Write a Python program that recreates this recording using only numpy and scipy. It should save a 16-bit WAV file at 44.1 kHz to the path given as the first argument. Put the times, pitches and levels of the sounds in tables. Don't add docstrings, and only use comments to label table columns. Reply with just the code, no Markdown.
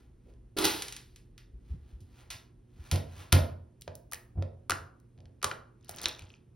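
import sys
import numpy as np
from scipy import signal
from scipy.fft import rfft, irfft, next_fast_len
from scipy.io import wavfile

SR = 44100
rng = np.random.default_rng(int(sys.argv[2]) if len(sys.argv) > 2 else 0)


def to_wav(s):
    ch = np.atleast_2d(s).T
    pcm = np.round(np.clip(ch, -1, 1) * 32767)
    wavfile.write(sys.argv[1], SR, pcm.astype(np.int16))


N = 288855
T = np.arange(N) / SR

# start_s, ring_db, pitch_hz, snap_db, snap_hz
POPS = [(3.8777, -31, 574, -41.5, 2830), (4.1218, -36.5, 1207, -36, 6500), (4.1345, -28.5, 1792, -37, 7500),
        (4.1555, -41.5, 2450, -57, 3500), (4.4241, -32, 540, -43, 2800), (4.697, -18.5, 1170, -24.5, 7020),
        (4.7063, -21.5, 1450, -20.5, 5050), (4.7190, -18.5, 1403, -30, 4500),
        (5.4301, -27, 1184, -31.5, 4500), (5.4432, -18, 1150, -17.5, 5300), (5.5136, -23, 1397, -34, 2550),
        (5.8930, -36.5, 663, -32, 7360), (5.985, -35, 3720, -39, 4000), (6.041, -30, 4080, -37, 7000),
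        (6.0570, -11.5, 3600, -19.5, 2950), (6.092, -29, 3300, -46, 4500),
        (6.1926, -39.5, 2300, -45.5, 6000), (6.2205, -43, 2450, -50, 2970), (6.303, -45.5, 2560, -65, 5970),
        (6.3398, -45.5, 2400, -70, 3480)]
# time_s, level_db
SQUEEZE = [(5.8, -85.5), (5.918, -67.5), (6.046, -51.5), (6.086, -63), (6.196, -68), (6.356, -79.5),
           (6.45, -106)]
# frequency_hz, level_db
ROOM_WIDTH = [(60, -28.5), (200, -10), (450, -1.5), (900, -1), (1600, -5), (3000, -16.5), (16000, -27.5)]


def undb(db):
    return 10 ** (np.asarray(db) / 20)


def unit(x):
    return x / np.sqrt(np.mean(x ** 2) + 1e-20)


def along(points, hz):
    row_hz, value = np.transpose(points)
    return np.interp(np.log(np.maximum(hz, 1)), np.log(row_hz), value)


def colour(x, points):
    size = next_fast_len(len(x))
    gain = undb(along(points, np.fft.rfftfreq(size, 1 / SR)))
    return irfft(rfft(x, size) * gain, size)[:len(x)]


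def curve(rows):
    return undb(np.interp(T, *np.transpose(rows), left=-200, right=-200))


def add(track, s, sound):
    start = int(np.clip(s * SR, 0, N - 1))
    track[start:start + len(sound)] += sound[:N - start]


def swell(ms):
    length = max(ms, .1) * SR / 1000
    age = np.arange(int(8 * length) + 64) / length
    shape = (1 - np.exp(-4 * age)) * np.exp(-age)
    return shape / shape.max()


def burst(hz, ms, spread):
    shape = swell(ms)[:SR // 2]
    size = next_fast_len(2 * len(shape))
    spectrum = rfft(rng.standard_normal(SR // 2)[:len(shape)] * shape, size)
    evened = spectrum / (abs(spectrum) + 1e-9) ** 0.98
    edges_hz = np.minimum([hz / spread, hz * spread], [.35 * SR, .45 * SR])
    band = signal.butter(2, edges_hz, "band", fs=SR, output="sos")
    noise = signal.sosfilt(band, irfft(evened, size)[:len(shape)])
    return unit(noise) * np.sqrt(np.mean(shape ** 2))


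def crackle(per_s, scatter_db):
    size = undb(scatter_db * np.minimum(rng.exponential(size=N), 4))
    happens = rng.random(N) < per_s / SR
    return unit(happens * size * rng.choice([-1, 1], N))


def ring(push, modes, rise_s):
    t = T[:SR]
    tones = sum(undb(db) * np.sin(2 * np.pi * hz * t) * np.exp(-np.log(1000) * t / ring_s)
                for hz, db, ring_s in modes)
    return signal.fftconvolve(push, tones * (1 - np.exp(-t / rise_s)))[:N]


def fan(air_db=-62, side_db=-3):
    # frequency_hz, level_db
    air_tone = [(12, -41.5), (30, -16.5), (47, -2), (70, -1), (120, -0.5), (190, -7.5), (360, -10.5),
                (600, -26.5), (1200, -33.5), (2600, -38.5), (5000, -45), (9000, -40), (16000, -59.5)]
    # pitch_hz, level_db
    hum_tones = [(119.8, -63.5), (241, -74.5), (359, -76.5)]
    air, side = (undb(air_db) * unit(colour(rng.standard_normal(N), air_tone)) for _ in range(2))
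    side = undb(side_db) * colour(side, ROOM_WIDTH)
    hum = sum(undb(db) * np.sqrt(2) * np.sin(2 * np.pi * (hz * T + rng.random()))
              for hz, db in hum_tones)
    return np.array([air + hum + side, air + hum - side])


def hand_rumble(band_hz=(36, 62), start_db=-57, calming_db_per_s=2):
    band = signal.butter(2, band_hz, "band", fs=SR, output="sos")
    return unit(signal.sosfilt(band, rng.standard_normal(N))) * undb(start_db - calming_db_per_s * T)


def room_tail(lowest_hz=62.5, gap_s=0.00022, build_s=0.00047):
    # frequency_hz, ring_s
    ring_times = [(100, 0.55), (400, 0.48), (1000, 0.46), (2500, 0.3), (5000, 0.31), (9000, 0.24),
                  (15000, 0.3)]
    t, noise, tail = T[:SR], rfft(rng.standard_normal(SR)), 0
    octave = np.log2(np.maximum(np.arange(len(noise)), 1) / lowest_hz)
    for k in range(9):
        band = irfft(noise * np.maximum(1 - abs(octave - k), 0), SR)
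        tail = tail + band * np.exp(-np.log(1000) * t / along(ring_times, lowest_hz * 2 ** k))
    tail = tail * (1 - np.exp(-np.maximum(t - gap_s, 0) / build_s))
    return tail / np.sqrt(np.sum(tail ** 2))


def room(sound):
    # frequency_hz, level_db
    wall_tone = [(100, 1.5), (250, -1.5), (580, 2), (1000, 1.5), (1800, 0), (4000, -1.5), (10000, -2),
                 (16000, -3)]
    reflected = colour(sound, wall_tone)
    middle, side = room_tail(), colour(room_tail(), ROOM_WIDTH)
    return np.array([signal.fftconvolve(reflected, middle + sign * side)[:N] for sign in (1, -1)])


def walking(rise_db_per_s=146.5, fall_db_per_s=191):
    # start_s, level_db, pitch_hz, length_ms
    steps = [(.26, -62.5, 420, 60), (1.521, -42.5, 55, 26), (1.693, -33.5, 66, 36), (1.731, -40, 140, 8.3),
             (1.911, -42, 55.4, 32), (2.005, -43.5, 97, 15), (2.338, -50.5, 98, 19), (2.78, -39, 70, 11)]
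    # peak_s, level_db
    swings = [(0, -72), (.3, -77.5), (1.708, -72.5), (1.901, -73), (2.199, -62), (2.87, -59.5),
              (3.202, -53)]
    # frequency_hz, level_db
    cloth_tone = [(100, -7), (600, 1.5), (1500, 1.5), (3000, 0), (5500, -5), (9000, -8), (16000, -14.5)]
    feet = np.zeros(N)
    for s, db, hz, ms in steps:
        add(feet, s, undb(db) * burst(hz, ms, spread=1.25))
    brush = sum(undb(db - np.maximum((s - T) * rise_db_per_s, (T - s) * fall_db_per_s))
                for s, db in swings)
    return feet, unit(colour(crackle(per_s=8600, scatter_db=6.5), cloth_tone)) * brush


def knocks(edge_db=-1, body_db=-8, body_delay_s=0.001938, body_growth=0.43):
    # start_s, level_db, pitch_hz, room_db
    contacts = [(1.3787, -47, 3166, 0.5), (2.005, -61, 5600, 6), (2.303, -36, 3670, 8),
                (2.9132, -24.5, 3800, 1), (2.9583, -33, 2800, -3.5), (3.3224, -23, 2500, -2.5),
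                (3.3256, -14, 3165, -2.5)]
    direct, to_room = np.zeros(N), np.zeros(N)
    hardest_db = max(row[1] for row in contacts)
    for s, db, hz, room_db in contacts:
        force_db = body_growth * (db - hardest_db)
        edge = undb(edge_db + force_db / 2) * burst(hz=11000, ms=1, spread=1.24)
        body = undb(body_db + force_db) * burst(hz=980, ms=1.9, spread=1.8)
        click = burst(hz, ms=1.4, spread=1.89)
        for delay_s, part in ((0, edge), (0, click), (body_delay_s, body)):
            add(direct, s + delay_s, undb(db) * part)
            add(to_room, s + delay_s, undb(db + room_db) * part)
    return direct, to_room


def counter_blows(rebound_s=.0225, rebound_db=-10.5, recoil_s=0.0033, recoil_db=-22, recoil_ms=2.4):
    # start_s, level_db, contact_ms
    bumps = [(2.922, -22, 3.5), (3.17, -43.5, 4.2), (3.327, -14, 3.35), (3.416, -23, 8.4),
             (4.354, -34, 5.7), (4.372, -22, 5.5), (4.802, -40.5, 6.1), (5.179, -50.5, 1.8),
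             (5.256, -55, 2.1), (6.213, -34.5, 12.6)]
    rebounds = [(s + rebound_s, db + rebound_db, ms) for s, db, ms in bumps]
    recoils = [(s + recoil_s, db + recoil_db + 40 * np.log10(1000 / hz), recoil_ms)
               for s, db, hz, _, _ in POPS]
    return bumps + rebounds + recoils


def vanity(knock_db=-15.5, thud_db=-12.5, low_cut_hz=55):
    # pitch_hz, level_db, ring_s
    cabinet_modes = [(81.6, -9.5, 0.47), (92.4, 5, 0.33), (130, -13, 0.39), (138.7, -1, 0.36),
                     (194, -13.5, .2), (219.4, -15.5, 0.4), (265, -15, 0.13), (336, -17.5, 0.091)]
    push, top = np.zeros(N), np.zeros(N)
    for s, db, ms in counter_blows():
        age = T[:SR // 10] * 4000 / ms
        force = age * np.exp(-age)
        add(push, s, undb(db) * force / force.sum())
        hardness = undb(db) * min(2.9 / ms, 1) ** 2
        add(top, s, hardness * undb(knock_db) * burst(hz=560, ms=16, spread=1.25))
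        add(top, s, hardness * undb(thud_db) * burst(hz=130, ms=20, spread=2.1))
    boom = ring(push, cabinet_modes, rise_s=0.0022)
    low_cut = signal.butter(2, low_cut_hz, "high", fs=SR, output="sos")
    return signal.sosfilt(low_cut, boom), top


def bin_drop(wall_db=-35, slap_db=-36, thud_db=-42, settle_db=-21.5):
    # start_s, crackle_db, length_ms, blow_db
    landings = [(.566, -38, 31, -5.5), (0.5854, -27.5, 2.3, -2.5), (.610, -40.5, 23, -6),
                (.641, -25, 7, -4), (.651, -23, 4.4, -3)]
    # start_s, level_db
    crinkles = [(.821, -28.5), (0.8817, -35.5), (0.9236, -35.5), (0.9643, -37), (1.16, -48.5)]
    # frequency_hz, level_db
    liner_tone = [(70, -10), (200, -3.5), (350, 0), (700, -5), (2000, 0), (4000, 5.5), (7000, -2.5),
                  (12000, -2), (16000, -9.5)]
    # pitch_hz, level_db, ring_s
    wall_modes = [(100, -11.5, .19), (130, -15, .2), (163, -11, .11), (207, -12.5, .23), (293, -2, .25),
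                  (322, 3, .28), (372, 5, .28), (414, 0, .28), (539, -5, .15), (860, -10, .4),
                  (1196, -13.5, .12)]
    crush, push, hits = np.zeros(N), np.zeros(N), np.zeros(N)
    for s, db, ms, blow_db in landings:
        add(crush, s, undb(db) * swell(ms))
        add(crush, s, undb(db + settle_db) * swell(ms=90))
        add(push, s, undb([blow_db]))
        add(hits, s, undb(blow_db + slap_db) * burst(hz=1000, ms=ms, spread=1.5))
        add(hits, s, undb(blow_db + thud_db) * burst(hz=220, ms=22, spread=2.6))
    for s, db in crinkles:
        add(hits, s, undb(db) * burst(hz=4230, ms=1.92, spread=2.27))
    creases = unit(colour(crackle(per_s=6000, scatter_db=2.6), liner_tone))
    return creases * crush + hits, undb(wall_db) * ring(push, wall_modes, rise_s=0.00087)


def film_ticks(peel_db=-19, peel_lead_s=0.001):
    # start_s, level_db, pitch_hz
    releases = [(.338, -67, 4430), (3.811, -43.5, 11000), (3.8198, -40.5, 5190), (3.953, -39.5, 8900),
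                (4.1145, -41, 9850), (4.1325, -27.5, 9150), (4.144, -34, 6300), (5.0, -62, 8000),
                (5.1771, -63.5, 2500), (5.1873, -64, 2600), (5.204, -58.5, 3090), (5.2557, -55.5, 2680),
                (5.417, -47, 2000), (5.4277, -28.5, 5920), (5.846, -53.5, 6500), (5.8842, -51, 6000),
                (5.911, -38.5, 11000), (5.9616, -38.5, 11000), (6.016, -35, 8500), (6.0325, -33, 6430),
                (6.084, -31, 8000)]
    ticks = np.zeros(N)
    for s, db, hz in releases:
        add(ticks, s - peel_lead_s, undb(db + peel_db) * burst(hz, ms=4, spread=2.2))
        add(ticks, s, undb(db) * burst(hz, ms=1, spread=1.82))
    return ticks


def film_crackle(squeeze_db=3, fizz_db=-9, after_pop_db=-24):
    # frequency_hz, level_db
    film_tone = [(200, 8.5), (700, 6), (2000, 6), (3400, -2.5), (5500, -22.5), (8000, -11.5), (11000, -17),
                 (16000, -24)]
    tears = crackle(per_s=500, scatter_db=2)
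    fizz = crackle(per_s=3000, scatter_db=3)
    strain = undb(squeeze_db) * curve(SQUEEZE)
    for s, _, _, snap_db, _ in POPS:
        add(strain, s, undb(snap_db + after_pop_db) * swell(ms=12))
    return unit(colour(tears + undb(fizz_db) * fizz, film_tone)) * strain


def air_pocket(hz, sag=0.61, sag_s=0.00034, open_s=.0001, ring_cycles=13.2, shortest_s=0.0035):
    t = T[:SR // 10]
    cycles = hz * (t + sag * sag_s * (1 - np.exp(-t / sag_s)))
    ring_s = ring_cycles / hz + shortest_s
    shape = np.exp(-np.log(1000) * t / ring_s) * (1 - np.exp(-t / open_s))
    return np.sin(2 * np.pi * cycles) * shape / shape.max()


def squeezed_bubbles(count=110, boost_db=16, pitch_hz=4000, scatter_db=3, scatter_octaves=0.38):
    bubbles = np.zeros(N)
    times = np.linspace(SQUEEZE[0][0], SQUEEZE[-1][0], count)
    for s, (late, loud, high) in zip(times, rng.uniform(-1.7, 1.7, (count, 3))):
        bubble = air_pocket(pitch_hz * 2 ** (scatter_octaves * high))
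        add(bubbles, s + 0.0058 * late, undb(boost_db + scatter_db * loud) * bubble)
    return bubbles * curve(SQUEEZE)


def slime_pops(tear_db=-22, tear_lead_s=0.0016, smack_db=-13, gulp_db=-19):
    rings, snaps = np.zeros(N), np.zeros(N)
    for s, db, hz, snap_db, snap_hz in POPS:
        add(rings, s, undb(db) * air_pocket(hz))
        add(snaps, s - tear_lead_s, undb(snap_db + tear_db) * burst(snap_hz, ms=2.1, spread=3.2))
        add(snaps, s, undb(snap_db) * burst(snap_hz, ms=1.24, spread=1.86))
        bulk = undb(db) * min(1400 / hz, 1) ** 2
        add(snaps, s, bulk * undb(smack_db) * burst(hz, ms=2, spread=2.32))
        add(snaps, s, bulk * undb(gulp_db) * burst(hz=540, ms=5, spread=1.58))
    return rings, snaps


def scene():
    rings, snaps = slime_pops()
    liner, bin_wall = bin_drop()
    clicks, clicks_to_room = knocks()
    feet, cloth = walking()
    boom, counter_top = vanity()
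    # sound, room_db
    sources = [(rings, -8), (snaps, -7), (film_ticks(), -8), (squeezed_bubbles() + film_crackle(), -6),
               (liner, -1), (cloth, -1), (bin_wall + boom + feet, -13), (counter_top, -2)]
    direct = clicks + sum(sound for sound, _ in sources)
    to_room = clicks_to_room + sum(undb(room_db) * sound for sound, room_db in sources)
    return direct + room(to_room) + hand_rumble() + fan()


def record(dry, top_hz=15900):
    # frequency_hz, lead_radians
    left_lead = [(20, 0), (300, .1), (720, .7), (1700, .1), (2500, .35), (3500, 0), (4400, .5), (5150, .1),
                 (7350, 3.14), (8400, 3.9), (9900, 6.1), (11400, 6.5), (12600, 9), (13700, 9.5),
                 (15700, 12)]
    # frequency_hz, difference_db
    left_balance = [(60, 0.74), (200, -3), (450, -7), (800, -0.5), (1400, 0.6), (4000, 0)]
    size = next_fast_len(N + SR // 10)
    hz = np.fft.rfftfreq(size, 1 / SR)
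    lead = np.interp(hz, *np.transpose(left_lead))
    balance_db = along(left_balance, hz)
    microphones = np.array([undb(balance_db / 2), undb(-balance_db / 2) * np.exp(-1j * lead)])
    heard = irfft(rfft(dry, size) * microphones, size)[:, :N]
    return signal.sosfilt(signal.ellip(8, .2, 70, top_hz, fs=SR, output="sos"), heard)


dry = scene()
out = record(dry)
to_wav(out)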